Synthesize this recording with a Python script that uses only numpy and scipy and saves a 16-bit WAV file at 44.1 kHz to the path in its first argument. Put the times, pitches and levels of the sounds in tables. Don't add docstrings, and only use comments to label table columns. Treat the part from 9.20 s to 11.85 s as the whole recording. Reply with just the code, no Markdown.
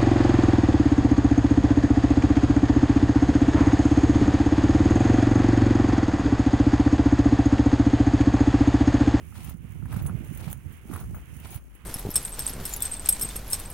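import sys
import numpy as np
from scipy import signal
from scipy.fft import rfft, irfft, next_fast_len
from scipy.io import wavfile
from scipy.ndimage import uniform_filter1d

SR = 44100
rng = np.random.default_rng(int(sys.argv[2]) if len(sys.argv) > 2 else 0)


def wav_out(sig):
    wavfile.write(sys.argv[1], SR, np.round(np.clip(np.atleast_2d(sig).T, -1, 1) * 32767).astype(np.int16))


N = 116865


def undb(db):
    return 10 ** (np.asarray(db) / 20)


def unit(x):
    return x / np.sqrt(np.mean(x ** 2) + 1e-20)


def pan(db):
    return unit(undb(np.array([[db], [-db]]) / 2))


def curve(points):
    return np.interp(np.arange(N) / SR, *np.array(points).T)


def over_hz(points, size):
    hz, value = np.array(points).T
    bin_hz = np.arange(size // 2 + 1) * SR / size
    return np.interp(np.log(bin_hz + 1), np.log(hz), value)


def colour(x, spectrum, size=4096):
    cepstrum = irfft(np.log(undb(over_hz(spectrum, size))))
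    cepstrum[1:size // 2] *= 2
    cepstrum[size // 2 + 1:] = 0
    impulse = irfft(np.exp(rfft(cepstrum)))
    return signal.fftconvolve(x, impulse[None] / np.linalg.norm(impulse))[:, :N]


def grains(per_s, spread_db):
    hit = rng.random(N) < per_s / SR
    size = undb(spread_db * np.minimum(rng.exponential(size=N), 5))
    return unit(hit * size * rng.standard_normal((2, N)))


def burst(start, decay_s, crack_db):
    age = np.arange(N) - int(start * SR)
    tail = (age >= 0) * np.exp(-np.abs(age) / SR / decay_s) * rng.standard_normal((2, N))
    return tail + undb(crack_db) * (age == 0)


def wander(per_s):
    hold = int(SR / per_s)
    stairs = np.repeat(rng.standard_normal(N)[:N // hold + 1], hold)
    return unit(uniform_filter1d(stairs, hold)[:N])


# frequency in Hz, correlation.
PORT_LIKENESS = [(200, 1), (900, 0.75), (1600, 0.3), (2600, 0.04), (6000, 0.076), (16000, 0.11)]
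def at_ports(pair):
    size = next_fast_len(2 * N)
    alike = np.clip(over_hz(PORT_LIKENESS, size), -.95, .98)
    first, second = rfft(pair, size)
    mid = first * np.sqrt((1 + alike) / 2)
    side = second * np.sqrt((1 - alike) / 2)
    return irfft(np.array([mid + side, mid - side]), size)[:, :N]


# time in seconds, level in dB.
WIND_LEFT = [(0, -50), (.4, -48.5), (.65, -43), (.8, -29.5), (.94, -36.5), (1.08, -47), (1.35, -48),
             (1.65, -47.5), (1.82, -38.5), (1.99, -40), (2.099, -50), (2.38, -54), (2.461, -40.5),
             (2.6, -52.5)]
WIND_RIGHT = [(0, -38.5), (.14, -36), (.35, -35.5), (.57, -35.5), (.65, -29.5), (.78, -28.5), (.93, -27),
              (1.03, -35.5), (1.3, -32), (1.42, -41.5), (1.498, -34.5), (1.6, -53), (1.72, -32.5),
              (1.97, -34.5), (2.04, -47.5), (2.14, -35.5), (2.33, -41), (2.54, -57), (2.65, -42)]
# frequency in Hz, relative level in dB.
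RUMBLE_LEFT = [(20, -32.5), (35, -20), (55, 6), (90, 1), (150, -10), (230, -14.5), (330, -18.5), (480, -30),
               (800, -33.5), (2000, -51.5)]
RUMBLE_RIGHT = [(20, -47.5), (35, -35), (55, 1), (100, 2.5), (160, -2), (230, -11.5), (330, -19.5),
                (480, -36.5), (800, -53), (2000, -86.5)]
def wind_rumble():
    ports = []
    for spectrum, level in ((RUMBLE_LEFT, WIND_LEFT), (RUMBLE_RIGHT, WIND_RIGHT)):
        eddies = colour(grains(per_s=900, spread_db=1.5), spectrum)[0]
        ports.append(unit(eddies) * undb(curve(level)))
    return np.array(ports)


# time in seconds, level in dB.
FLUTTER_LEVEL = [(0, -58), (.3, -85), (.45, -57), (.56, -62.5), (.78, -52), (.93, -54.5), (1.12, -54),
                 (1.25, -52.5), (1.4, -64), (1.47, -51), (1.58, -66), (1.71, -51.5), (2.0, -63), (2.3, -61),
                 (2.6, -76)]
# frequency in Hz, relative level in dB.
FLUTTER_TONE = [(100, -20.5), (220, -2.5), (330, 2.5), (480, -6), (800, -13.5), (1500, -35), (4000, -43)]
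def wind_flutter():
    patter = at_ports(colour(grains(per_s=350, spread_db=3.5), FLUTTER_TONE))
    return patter * undb(curve(FLUTTER_LEVEL)) * pan(-2.5)


# time in seconds, relative level in dB.
HISS_LEVEL = [(0, -55.5), (.1, -59.5), (.25, -52), (.37, -64.5), (.47, -55.5), (.65, -59.5), (.76, -51.5),
              (.92, -54.5), (1.05, -52), (1.28, -53.5), (1.42, -59.5), (1.52, -54), (1.65, -57), (1.8, -56),
              (1.91, -60), (2.02, -54), (2.3, -54.5), (2.45, -66), (2.6, -56)]
# frequency in Hz, relative level in dB.
HISS_TONE = [(700, -16), (1300, -2.5), (2200, 2), (3000, -1), (4000, -19), (6000, -22.5), (16000, -19.5)]
AIR_TONE = [(100, 17), (400, 4), (600, -2.5), (1200, 3.5), (1700, 0), (2600, -8), (5000, -25), (16000, -35)]
def hiss():
    hiss_db = curve(HISS_LEVEL) + 0.97 * wander(per_s=45)
    air_db = -58 + 0.79 * (hiss_db - hiss_db.mean())
    bright = colour(rng.standard_normal((2, N)), HISS_TONE) * undb(hiss_db - 4.5) * pan(-28)
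    dull = at_ports(colour(rng.standard_normal((2, N)), AIR_TONE)) * undb(air_db)
    return bright + dull


# pitch in Hz, relative level in dB, seconds to fall 60 dB.
METAL_MODES = [(6220, 7, 0.059), (6750, 11.5, .025), (8680, 5, 0.075), (9950, 15, 0.01),
               (10750, 16.5, 0.087), (11800, 7, 0.054), (13200, 0, 0.059), (13400, -24, 0.019),
               (15100, -2, 0.11), (15600, 20, 0.028)]
def metal_ring(knocks, favoured_hz=None, size=8192):
    lift_db, width_hz, detune = 10, 694, .005
    hz, db, t60 = np.array(METAL_MODES).T[:, :, None]
    t = np.arange(size) / SR
    if favoured_hz is not None:
        db = db + lift_db * np.exp(-((hz - favoured_hz) / width_hz) ** 2)
    hz = hz * (1 + detune * rng.standard_normal(hz.shape))
    phase = rng.random((2, len(METAL_MODES), 1))
    decay = undb(db) / np.sqrt(t60) * np.exp(-np.log(1000) * t / t60)
    impulse = (decay * np.sin(2 * np.pi * (hz * t + phase))).sum(axis=1)
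    return signal.oaconvolve(knocks, unit(impulse) / np.sqrt(size), axes=1)[:, :N]


# time in seconds, level in dB.
RUSTLE_LEVEL = [(0, -60.5), (.1, -57.5), (.28, -53), (.39, -67), (.52, -60), (.68, -64.5), (.85, -59.5),
                (.95, -62), (1.15, -53.5), (1.33, -57), (1.42, -64), (1.53, -59), (1.62, -63.5),
                (1.72, -52.5), (2.04, -62), (2.15, -55), (2.36, -65), (2.48, -65.5), (2.65, -68)]
# frequency in Hz, relative level in dB.
RUSTLE_TONE = [(2500, -6.5), (4500, -11.5), (6500, -2), (7600, -6), (9000, 1.5), (11000, 2.5), (12500, -3),
               (16000, 0)]
def gear_rustle():
    stir = undb(curve(RUSTLE_LEVEL)) * pan(-3.5)
    rustle = colour(stir * grains(per_s=3500, spread_db=0), RUSTLE_TONE)
    tinkle = metal_ring(stir * grains(per_s=52, spread_db=0))
    return rustle + undb(-8) * tinkle


# start in seconds, relative level in dB.
GRIT_SNAPS = [(0.124, -41), (0.155, -42), (0.261, -43), (0.292, -40), (0.624, -45.5), (0.656, -38),
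              (0.726, -29.5), (0.739, -35), (0.763, -33), (0.822, -40), (0.896, -33), (1.736, -29.5),
              (1.76, -28), (1.823, -78), (1.946, -34.5), (2.257, -37.5), (2.367, -46)]
# frequency in Hz, relative level in dB.
SNAP_TONE = [(200, -10), (500, -4.5), (900, 4.5), (1400, 7.5), (2000, -4.5), (3200, -20.5), (5000, -49),
             (10000, -11), (16000, -19)]
def grit_snaps():
    snaps = sum(undb(db - 9) * burst(start, decay_s=0.0056, crack_db=17)[0] for start, db in GRIT_SNAPS)
    return colour(snaps * pan(-2), SNAP_TONE)


# start, length and attack in seconds, then levels of sand and crunch in dB.
STEPS = [(0.146, 0.17, 0.023, -52, -60), (0.692, 0.11, 0.052, -52, -53.5),
         (0.855, .035, 0.0079, -73, -51.5), (1.192, 0.12, .03, -49.5, -55),
         (1.703, 0.11, 0.068, -52.5, -47.5), (1.945, 0.016, 0.014, -77, -52.5),
         (2.224, 0.15, 0.045, -50, -62.5)]
# frequency in Hz, relative level in dB.
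SAND_TONE = [(200, 5.5), (550, -4.5), (800, 6), (1300, -9.5), (2300, 1), (4500, -7), (7200, -11),
             (9000, -6), (12000, -11.5), (16000, -13)]
CRUNCH_TONE = [(150, -38.5), (400, 3), (800, 4.5), (1350, 6.5), (2000, -9.5), (3200, -22), (5000, -88),
               (10000, -11), (16000, -18)]
def footsteps():
    sand_release_s, crunch_release_s, clump_db = 0.011, 0.033, 2.4
    t = np.arange(N) / SR
    slide, press = np.zeros(N), np.zeros(N)
    for start, length, attack_s, sand_db, crunch_db in STEPS:
        rise = np.clip((t - start) / attack_s + .5, 0, 1)
        since_end = np.maximum(t - start - length, 0)
        slide += undb(sand_db) * rise * np.exp(-since_end / sand_release_s)
        press += undb(crunch_db) * rise * np.exp(-since_end / crunch_release_s)
    clumps = unit(undb(clump_db * np.clip(wander(per_s=120), -2, 2)))
    sand = colour(slide * clumps * grains(per_s=5200, spread_db=1.5), SAND_TONE)
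    crunch = colour(press * grains(per_s=600, spread_db=2.5), CRUNCH_TONE)
    return at_ports(sand + crunch) * pan(0.5)


# start in seconds, relative levels of contact and ring
# in dB, left over right in dB, favoured pitch in Hz, decay of the rattle in seconds.
CLINKS = [(0.244, -43.5, -44, 8, 13100, 0.0069), (0.295, -41, -45.5, -1, 12300, 0.0072),
          (0.657, -56, -51, -11, 10900, .004), (0.728, -44.5, -49, -6, 15600, 0.012),
          (0.765, -50, -44, -8, 11800, 0.0075), (0.821, -48.5, -46, -3, 15600, 0.018),
          (0.849, -53, -66, 5, 11100, 0.0075), (0.8635, -26.5, -37, 11, 15600, 0.00084),
          (0.867, -45.5, -38.5, -14, 10750, 0.0075), (1.047, -51, -55, 2, 14500, 0.0091),
          (1.149, -46, -38, -4, 9100, 0.001), (1.174, -38.5, -36.5, 7, 15600, 0.0028),
          (1.301, -41, -51, 6, 14500, 0.0039), (1.312, -40, -41.5, -8, 14500, .013),
          (1.329, -23.5, -39, 1.5, 11800, 0.0012), (1.523, -54, -57, -13, 13400, 0.0095),
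          (1.737, -44, -32.5, -5, 10750, .002), (1.763, -39.5, -56, -3, 11200, 0.0039),
          (1.798, -73, -44, -7, 11800, .014), (1.946, -56, -46.5, 10, 15600, 0.023),
          (2.2, -44, -45, 6, 15600, 0.0039), (2.268, -49, -65, -2, 10400, 0.019),
          (2.304, -45, -44, 1, 14500, 0.028), (2.344, -42, -40, 5, 14000, 0.011),
          (2.360, -37, -49, -8, 13400, 0.0031), (2.44, -62, -74, 5, 14500, .006),
          (2.551, -53.5, -57, -4, 11100, 0.0088)]
# frequency in Hz, relative level in dB.
CONTACT_TONE = [(1000, -11), (3500, -15), (5200, -29), (7500, -15), (10000, -8.5), (13000, -10.5),
                (16000, -12)]
def metal_clinks():
    lift_db, width_hz = 8.5, 2260
    out = np.zeros((2, N))
    for start, contact_db, ring_db, pan_db, pitch_hz, rattle_s in CLINKS:
        knock = pan(pan_db) * burst(start, rattle_s, crack_db=6)
        tone = [(hz, db + lift_db * np.exp(-((hz - pitch_hz) / width_hz) ** 2))
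                for hz, db in CONTACT_TONE]
        out += undb(contact_db + 1.5) * colour(knock, tone, size=512)
        out += undb(ring_db) * metal_ring(knock, pitch_hz)
    return out


# start in seconds, relative level in dB, pitch in Hz.
THUDS = [(0.343, -24, 153), (0.443, -25.5, 169), (0.762, -15, 156.4), (0.839, -19, 135),
         (0.897, -19.5, 156), (0.945, -15.5, 125), (1.006, -23, 220), (1.107, -20.5, 157),
         (1.121, -27, 248), (1.27, -18.5, 130), (1.455, -24.5, 111), (1.484, -38.5, 240), (1.654, -33, 198),
         (1.698, -23, 270), (1.714, -24, 223), (1.89, -26, 112), (2.354, -24, 105)]
def microphone_thuds():
    t = np.arange(N) / SR
    out = np.zeros((2, N))
    for start, db, hz in THUDS:
        cycles = np.clip((t - start) * hz, 0, 2)
        swell = np.sin(np.pi * cycles / 2)
        out += undb(db - 3.5) * pan(-24) * swell * np.sin(2 * np.pi * cycles)
    return out


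def scene():
    walker = footsteps() + grit_snaps() + gear_rustle() + metal_clinks()
    return walker + wind_rumble() + microphone_thuds() + hiss() + wind_flutter()


def record(dry):
    return signal.sosfilt(signal.ellip(10, .2, 80, 16000, fs=SR, output="sos"), dry)


dry = scene()
out = record(dry)
wav_out(out)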